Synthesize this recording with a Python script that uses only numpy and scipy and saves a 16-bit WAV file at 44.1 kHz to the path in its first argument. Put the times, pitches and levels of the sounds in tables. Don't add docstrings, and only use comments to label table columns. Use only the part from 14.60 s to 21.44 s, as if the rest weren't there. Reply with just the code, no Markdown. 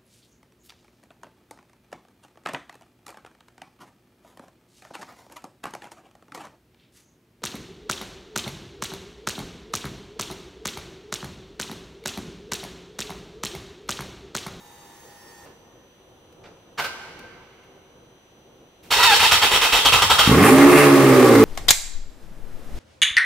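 import sys
import numpy as np
from scipy import signal
from scipy.fft import rfft, irfft, next_fast_len
from scipy.io import wavfile
from scipy.ndimage import uniform_filter1d

SR = 44100
rng = np.random.default_rng(int(sys.argv[2]) if len(sys.argv) > 2 else 0)


def inscribe(sig):
    pcm = np.round(np.clip(np.atleast_2d(sig).T, -1, 1) * 32767)
    wavfile.write(sys.argv[1], SR, pcm.astype(np.int16))


N = 301644
T = np.arange(N) / SR

# t/s, firing rate of one bank of four cylinders/Hz, gas flow/dB
REVS = [(5.67, 24.3, -22.5), (5.714, 29.2, -23), (5.756, 38.7, -19.5), (5.822, 47.98, -18.5),
        (5.84, 51.5, -16.5), (5.88, 58.8, -15.5), (5.92, 64.6, -22), (5.988, 69.23, -18.5),
        (6.076, 71.28, -18.5), (6.2, 73.09, -16), (6.266, 71, -18), (6.334, 69.3, -23), (6.484, 66.3, -20),
        (6.54, 65, -20), (6.664, 62, -21), (6.728, 57.7, -20.5), (6.84, 53.8, -21.5)]
CYLINDER_DB = [0.55, -4, 0.11, -0.038, 0.026, 0.7, -0.31, 1]
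# f/Hz, width/Hz, level/dB
EXHAUST_MODES = [(151, 35, -9), (204, 6.4, 9), (254, 43, 11.5), (357, 50, 14), (429.3, 30, 17.5),
                 (580, 45, -10), (692, 43, 0), (840, 63, -20), (1150, 89, -30), (2050, 220, -41)]
# multiple of the bank rate, level/dB, swell/(dB per s)
ENGINE_TONES = [(2, -21, 6.5), (4, -18, -0.5), (5, -21.5, 1.5), (6, -19.5, 3), (8, -18.5, 11.5),
                (9, -19, 5)]
# f/Hz, width/Hz, level/dB
STANDING_WAVES = [(101, 25, -2), (140, 17, 3), (192, 20, 7), (260, 17, 7), (278.7, 12, 9), (309, 7, 5),
                  (363, 24, 0.5), (384, 19, 9), (420.4, 12, 4.5), (437, 15, 5.5), (536, 47, -7),
                  (605, 24, -3), (643, 34, -3.5)]
# f/Hz, level/dB
GAS_SPECTRUM = [(290, -2), (500, 5.5), (716, -2), (1170, 2.5), (1330, -1), (2100, -10), (2360, -7.5),
                (3630, -12), (6740, -19), (9370, -18.5), (15500, -22.5)]
# f/Hz, width/Hz, level/dB
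TAILPIPE_MODES = [(800, 67, -1), (1117, 91, 3.5), (2110, 29, 5.5), (2470, 100, -30)]
# t/s, rise/s, decay/s, level/dB
HISS_SWELLS = [(5.82, 0.037, 0.33, -19), (6.06, 0.13, 0.22, -25)]
# t/s, level/dB, hold/s, clank/dB, chug/dB
COMPRESSIONS = [(4.303, -1, .036, -2.5, -55), (4.357, -4, 0.054, 2, -50), (4.421, 1.5, 0.023, -5.5, -33),
                (4.486, -3, 0.082, -4, -32), (4.587, -1.5, 0.032, -7, -27.5), (4.617, 0.5, 0.02, -0.5, -28),
                (4.707, 0.5, .035, -2.5, -28), (4.811, -1, 0.04, 0, -34), (4.905, -2, 0.049, 4.5, -36),
                (5.009, -0.5, 0.039, -1.5, -45), (5.116, -1, 0.049, 2.5, -47),
                (5.245, 0.5, 0.011, 3.5, -26), (5.316, 0.5, 0.023, 5, -19.5), (5.412, -0.5, 0.011, -1, -19),
                (5.493, 2, 0.011, 2.5, -21), (5.58, 2, 0.014, 2, -27), (5.634, -5, 0.041, -18, -18)]
# f/Hz, width/Hz, level/dB
HOUSING_MODES = [(484, 70, -7), (900, 200, -3), (1290, 150, 0), (2030, 120, -5), (2640, 160, -3),
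                 (3150, 350, -2), (3710, 160, -3), (4320, 200, -12), (5300, 300, -13), (7300, 500, -20)]
# f/Hz, level/dB
GRIND_SPECTRUM = [(24, -36), (40, -5), (80, -12.5), (273, -19), (472, -13), (704, -9.5), (778, -10.5),
                  (998, -2), (1310, -12.5), (1560, -5.5), (3220, -5.5), (5860, -22), (15500, -20.5)]
# t/s, tooth rate/Hz, level/dB
PINION_BITE = [(4.33, 970, -19), (4.354, 810, -27), (4.372, 950, -23), (4.46, 995, -19.5),
               (4.534, 806, -10.5), (4.564, 830, -30), (4.634, 1100, -30), (4.662, 890, -12),
               (4.69, 870, -59)]
# f/Hz, width/Hz, level/dB
SHRIEK_MODES = [(2640, 90, -2), (3250, 120, -2), (4320, 200, -14)]
# multiple of its pitch, level/dB
PUMP_HARMONICS = [(1, -5), (5, -16), (6, -15), (7, -14), (8, -16), (9, -19), (10, -21), (11, -17),
                  (12, -20), (13, -21), (14, -22), (15, -20), (16, -17), (17, -20)]
# t/s, level/dB, decay/s, body f/Hz
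LATCH_BLOWS = [(2.174, -22, 0.16, 1220), (2.187, -19, .081, 800), (2.212, -34, 0.13, 900),
               (2.236, -24.5, 0.17, 1690)]
# f/Hz, width/Hz, level/dB
LATCH_MODES = [(145, 40, -13), (400, 60, -9), (560, 80, -4), (1152, 25, -14), (1427, 16, -2), (1560, 30, 8),
               (1566, 3, 10), (2051, 40, -10), (2640, 60, -13), (4400, 500, -16)]
# t/s, level/dB, decay/s, body f/Hz, treble/dB
KNOCKS = [(.85, -40, 0.39, 476, -61), (1.724, -53, .03, 1500, -58), (1.834, -42, 0.084, 1250, -75),
          (1.85, -34.5, 0.26, 327, -80), (2.59, -41, .03, 2000, -46), (3.03, -53, .08, 1500, -68),
          (4.226, -52, 0.82, 2490, -55.5)]
# f/Hz, level/dB
VENT_SPECTRUM = [(15, -45), (25, -13.5), (122, -7), (297, -9), (389, -3.5), (421, -14), (469, -3.5),
                 (631, -12.5), (703, -11.5), (1950, -21.5), (4040, -28), (4870, -48.5), (6210, -26.5),
                 (6730, -36.5), (15500, -38.5)]
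# t/s, level/dB
RUMBLE_LEVEL = [(0, -52), (.68, -50.5), (1.3, -54), (2.2, -51), (2.63, -47.5), (2.9, -52), (3.56, -53.5),
                (4.3, -51.5)]
# f/Hz, level/dB
WHINE_TONES = [(4005, -80.5), (6013, -71.5), (8016, -100), (10018, -87), (12021, -87), (14023, -95)]
# f/Hz, decay/s, level/dB
ECHO_BANDS = [(168, 6.1, -9.5), (386, 1.52, 1.5), (910, 2, -1), (2240, 2.38, -2.5), (5030, 1.67, -2.5),
              (8500, 1.05, -0.5)]
# f/Hz, likeness (1 = the same)
STEREO_LIKENESS = [(60, 0.99), (130, 1), (290, 0.96), (640, 0.98), (1410, 0.89), (3100, 0.6), (6820, 0.27),
                   (15000, -0.04)]
# f/Hz, left minus right/dB
STEREO_TILT = [(200, -.5), (300, -1.5), (700, -.3), (2000, -2), (4500, -.5), (8000, 1.5), (13000, -1)]


def engine():
    bank_lag_s, scatter_db, pipe_fill_s = 0.00086, 2, 0.059
    bank_hz, gas_db = curves(REVS)
    age = T - REVS[0][0]
    running = age > 0
    firings = np.cumsum(2 * bank_hz * running) / SR + .72
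    k = np.arange(400)
    size_noise, time_noise = rng.standard_normal((400, 2)).T
    strength = undb(np.array(CYLINDER_DB)[k % 8] + scatter_db * size_noise)
    late = k % 2 * bank_lag_s * np.interp(k, firings, 2 * bank_hz)
    shots = pulses(firings, strength, slip=.009 * time_noise + late)
    tones = engine_tones(firings, bank_hz, age)
    pipes = undb(-19) * np.clip(age / pipe_fill_s, 0, 1) * steady(ring(shots, EXHAUST_MODES))
    puffs = 0.63 + strength[firings.astype(int)] * np.exp(-(firings % 1) / 2.4)
    blast = cut(running * (pipes + gas_rush(puffs, gas_db, running)), "high", 75)
    thud = steady(ring(uniform_filter1d(shots, size=80), [(190, 200, 0.015)]))
    thud_db = -13 - 70 * np.clip(age - .1, 0, .4)
    return blast + running * undb(thud_db) * thud + tones


def engine_tones(firings, bank_hz, age):
    tones = 0
    for multiple, db, swell in ENGINE_TONES:
        hz = multiple * bank_hz
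        power = sum(undb(g) ** 2 / (1 + (2 * (hz - f) / width) ** 2) for f, width, g in STANDING_WAVES)
        uneven_db = 1.7 * wander(35)
        gain = undb(db + swell * (age - 0.76) + 10 * np.log10(power) + uneven_db)
        tones += gain * np.sin(np.pi * multiple * firings + multiple ** 2)
    return gate(REVS, fade_s=0.079) * tones


def gas_rush(puffs, gas_db, running):
    gas = level(running * colour(puffs * rng.standard_normal(N), GAS_SPECTRUM), 2.64)
    low, high = cut(gas, "low", 4000, order=1), cut(gas, "high", 4000, order=1)
    roar = undb(gas_db - 6.5) * (0.55 * low + 1.35 * ring(low, TAILPIPE_MODES))
    rasp = undb(-27.5 + 2.32 * (gas_db + 20)) * ring(gas, [(1880, 310, 0), (2670, 320, 3.5)])
    hiss = undb(-29.5 + 0.47 * (gas_db + 21.5)) * high
    swells = sum(undb(db) * strike(s, rise, t60) for s, rise, t60, db in HISS_SWELLS)
    return roar + rasp + hiss + swells * ring(high, [(10100, 4200, 0)])


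def starter():
    rise_s, fall_db_per_s = .014, 208
    envelopes = np.zeros((4, N))
    for s, db, hold, clank_db, chug_db in COMPRESSIONS:
        fade_db = fall_db_per_s * np.clip(T - s - hold, 0, 1)
        load = np.clip((T - s) / rise_s, 0, 1) * undb(db - fade_db)
        clank = load * undb(clank_db - np.minimum(0.13 * fade_db, 6.5))
        sizzle = load * undb(-0.26 + 0.13 * np.minimum(fade_db, 25))
        envelopes = np.maximum(envelopes, [load, clank, sizzle, load * undb(chug_db)])
    load, clank, sizzle, chug = envelopes
    rattle = rng.standard_normal(N) * undb(2.43 * rng.exponential(size=N))
    housing = sum(undb(3.5 * wander(20)) * ring(rattle, [mode]) for mode in HOUSING_MODES)
    grind = level(housing, -3) + level(colour(rattle, GRIND_SPECTRUM), -6.5)
    low, high = cut(grind, "low", 1600), cut(grind, "high", 5200)
    breath = level(ring(rng.standard_normal(N), [(84, 25, 0)]), 5.3)
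    cranking = load * (grind - low - high) + sizzle * high + clank * low + chug * breath
    return undb(-12) * cranking + pinion(rattle)


def pinion(rattle):
    hz, db = curves(PINION_BITE)
    phase = 2 * np.pi * np.cumsum(hz * (1 + .015 * wander(150))) / SR
    teeth = sum(gain * np.sin(m * phase) for m, gain in enumerate([1, .6, 0.13, 0.49], 1))
    whine = undb(db + 2.85 * wander(80)) * teeth
    shriek = undb(db + 2.8 * wander(30.1)) * level(ring(rattle, SHRIEK_MODES), -4)
    return gate(PINION_BITE, fade_s=0.03) * (whine + shriek)


def fuel_pump():
    base_hz, sag_hz, sag_s, stop_s = 906, 32.1, 0.68, .86
    hz = base_hz + sag_hz * np.exp(-T / sag_s)
    phase = 2 * np.pi * np.cumsum(hz * (1 + 0.001 * wander(46.7))) / SR
    buzz = sum(undb(db + 0.98 * wander(15.7) + 3 * wander(2.1)) * np.sin(m * phase)
               for m, db in PUMP_HARMONICS)
    shaft = sum(gain * np.sin(phase * m / 9) for m, gain in [(8, 0.63), (17, 0.29), (19, 0.19)])
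    brushes = ring(rng.standard_normal(N), [(910, 220, 5), (2800, 4600, -5.5), (11000, 22000, -18)])
    rising = undb(-69.5 + 20.5 * T) * np.sin(2 * phase)
    fading = undb(-57 - 19 * T) * np.sin(4 * phase)
    running = np.clip((stop_s - T) / 0.0072, 0, 1)
    return running * (undb(-51) * (buzz + shaft + level(brushes, -4.5)) + rising + fading)


def clacks():
    dull, crack_shape, ring_shape = np.zeros((3, N))
    body_noise, crack_noise, ring_noise = rng.standard_normal((3, N))
    hits = [(*blow, -41.5, .012, -5) for blow in LATCH_BLOWS]
    hits += [(*knock, min(0.089 * knock[2], 0.0084), -33) for knock in KNOCKS]
    for s, db, t60, body_hz, treble_db, rise, ring_db in hits:
        shape = strike(s, rise, t60)
        dull += ring(shape * body_noise, [(body_hz, 1.21 * body_hz, db)])
        crack_shape += undb(treble_db) * shape
        ring_shape += undb(db + ring_db) * shape
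    metal = ring(ring_shape * ring_noise, LATCH_MODES)
    body = cut(undb(16.5) * metal + undb(6.5) * dull, "low", 5000)
    return body + cut(crack_shape * crack_noise, "high", 4000)


def garage_echo(x):
    t = T[:2 * SR]
    echo = 0
    for hz, t60, db in ECHO_BANDS:
        band = cut(rng.standard_normal((2, len(t))), "band", [hz / 1.53, hz * 1.51])
        echo += undb(db - 60 * t / t60) * band
    echo *= np.clip(t / 0.0063, 0, 1)
    return signal.fftconvolve(x[None], echo / np.linalg.norm(echo[0]), axes=1)[:, :N]


def background():
    mid, side = (level(colour(rng.standard_normal(N), VENT_SPECTRUM), 0) for _ in range(2))
    side = cut(side, "high", 1500, order=1)
    mid, side = (x + level(ring(rng.standard_normal(N), [(3050, 680, 0)]), -10) for x in (mid, side))
    air = mid + 1.16 * side * np.array([[1], [-1]])
    rumble = cut(air, "low", 1300)
    return undb(curves(RUMBLE_LEVEL)[0] + 1.3 * wander(14)) * rumble + undb(-57) * (air - rumble)


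def electronic_whine():
    return sum(undb(db + 5.5 + 1.5 * wander(3)) * np.sin(2 * np.pi * hz * T) for hz, db in WHINE_TONES)


def stereo_spread(x):
    size = next_fast_len(N + SR // 2)
    likeness = np.clip(over_hz(STEREO_LIKENESS, size), 0, 1)
    mid, side = rfft(x[0] + x[1], size) / 2, rfft(x[0] - x[1], size) / 2
    scatter = undb(-60 * T[:14000] / .3) * rng.standard_normal(14000)
    scattered = mid * rfft(scatter / np.linalg.norm(scatter), size)
    side = np.sqrt(1 - likeness) * (side + 0.94 * scattered)
    tilt = undb(over_hz(STEREO_TILT, size) / 2)
    return np.array([irfft((mid + side) * tilt, size), irfft((mid - side) / tilt, size)])[:, :N]


def undb(db):
    return 10 ** (np.asarray(db) / 20)


def level(x, db):
    return x * undb(db) / np.sqrt(np.mean(x ** 2))


def steady(x):
    return x / np.sqrt(uniform_filter1d(x ** 2, int(.09 * SR)) + 1e-9)


def curves(table):
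    times, *columns = np.transpose(table)
    return [np.interp(T, times, column) for column in columns]


def gate(table, fade_s):
    return np.clip(np.minimum(T - table[0][0], table[-1][0] + fade_s - T) / fade_s, 0, 1)


def strike(start, rise, t60):
    t = np.clip(T - start, 0, 1)
    return undb(-60 * np.clip(t - rise, 0, 1) / t60) * np.clip(t / rise, 0, 1)


def wander(rate):
    hold = int(SR / rate)
    steps = np.repeat(rng.standard_normal(N // hold + 1), hold)
    return 1.6 * uniform_filter1d(uniform_filter1d(steps, hold), hold)[:N]


def pulses(count, strength, slip):
    k = np.arange(1, int(count[-1]))
    at = np.interp(k + slip[k], count, np.arange(N))
    out, i = np.zeros(N + 1), at.astype(int)
    np.add.at(out, i, strength[k] * (i + 1 - at))
    np.add.at(out, i + 1, strength[k] * (at - i))
    return out[:N]


def over_hz(table, size=N):
    hz, value = np.transpose(table)
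    return np.interp(np.log(np.fft.rfftfreq(size, 1 / SR) + 1), np.log(hz), value)


def colour(x, spectrum):
    return irfft(rfft(x) * undb(over_hz(spectrum)), N)


def cut(x, keep, hz, order=2):
    return signal.sosfilt(signal.butter(order, hz, keep, fs=SR, output="sos"), x)


def ring(x, modes):
    return sum((-1) ** k * undb(db) * signal.lfilter(*signal.iirpeak(hz, hz / width, SR), x)
               for k, (hz, width, db) in enumerate(modes))


def scene():
    motor, crank, knocks, pump = engine(), starter(), clacks(), fuel_pump()
    echo = garage_echo(undb(-4.5) * motor + undb(-10.5) * crank + undb(-7) * knocks + undb(-8.5) * pump)
    whine = electronic_whine()
    return stereo_spread(motor + crank + knocks + pump + echo) + background() + whine


def record(dry):
    top_hz = 15741
    rounded = np.tanh(0.89 * dry) / 0.96
    return signal.sosfilt(signal.ellip(14, .2, 85, top_hz, fs=SR, output="sos"), rounded)


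dry = scene()
out = record(dry)
inscribe(out)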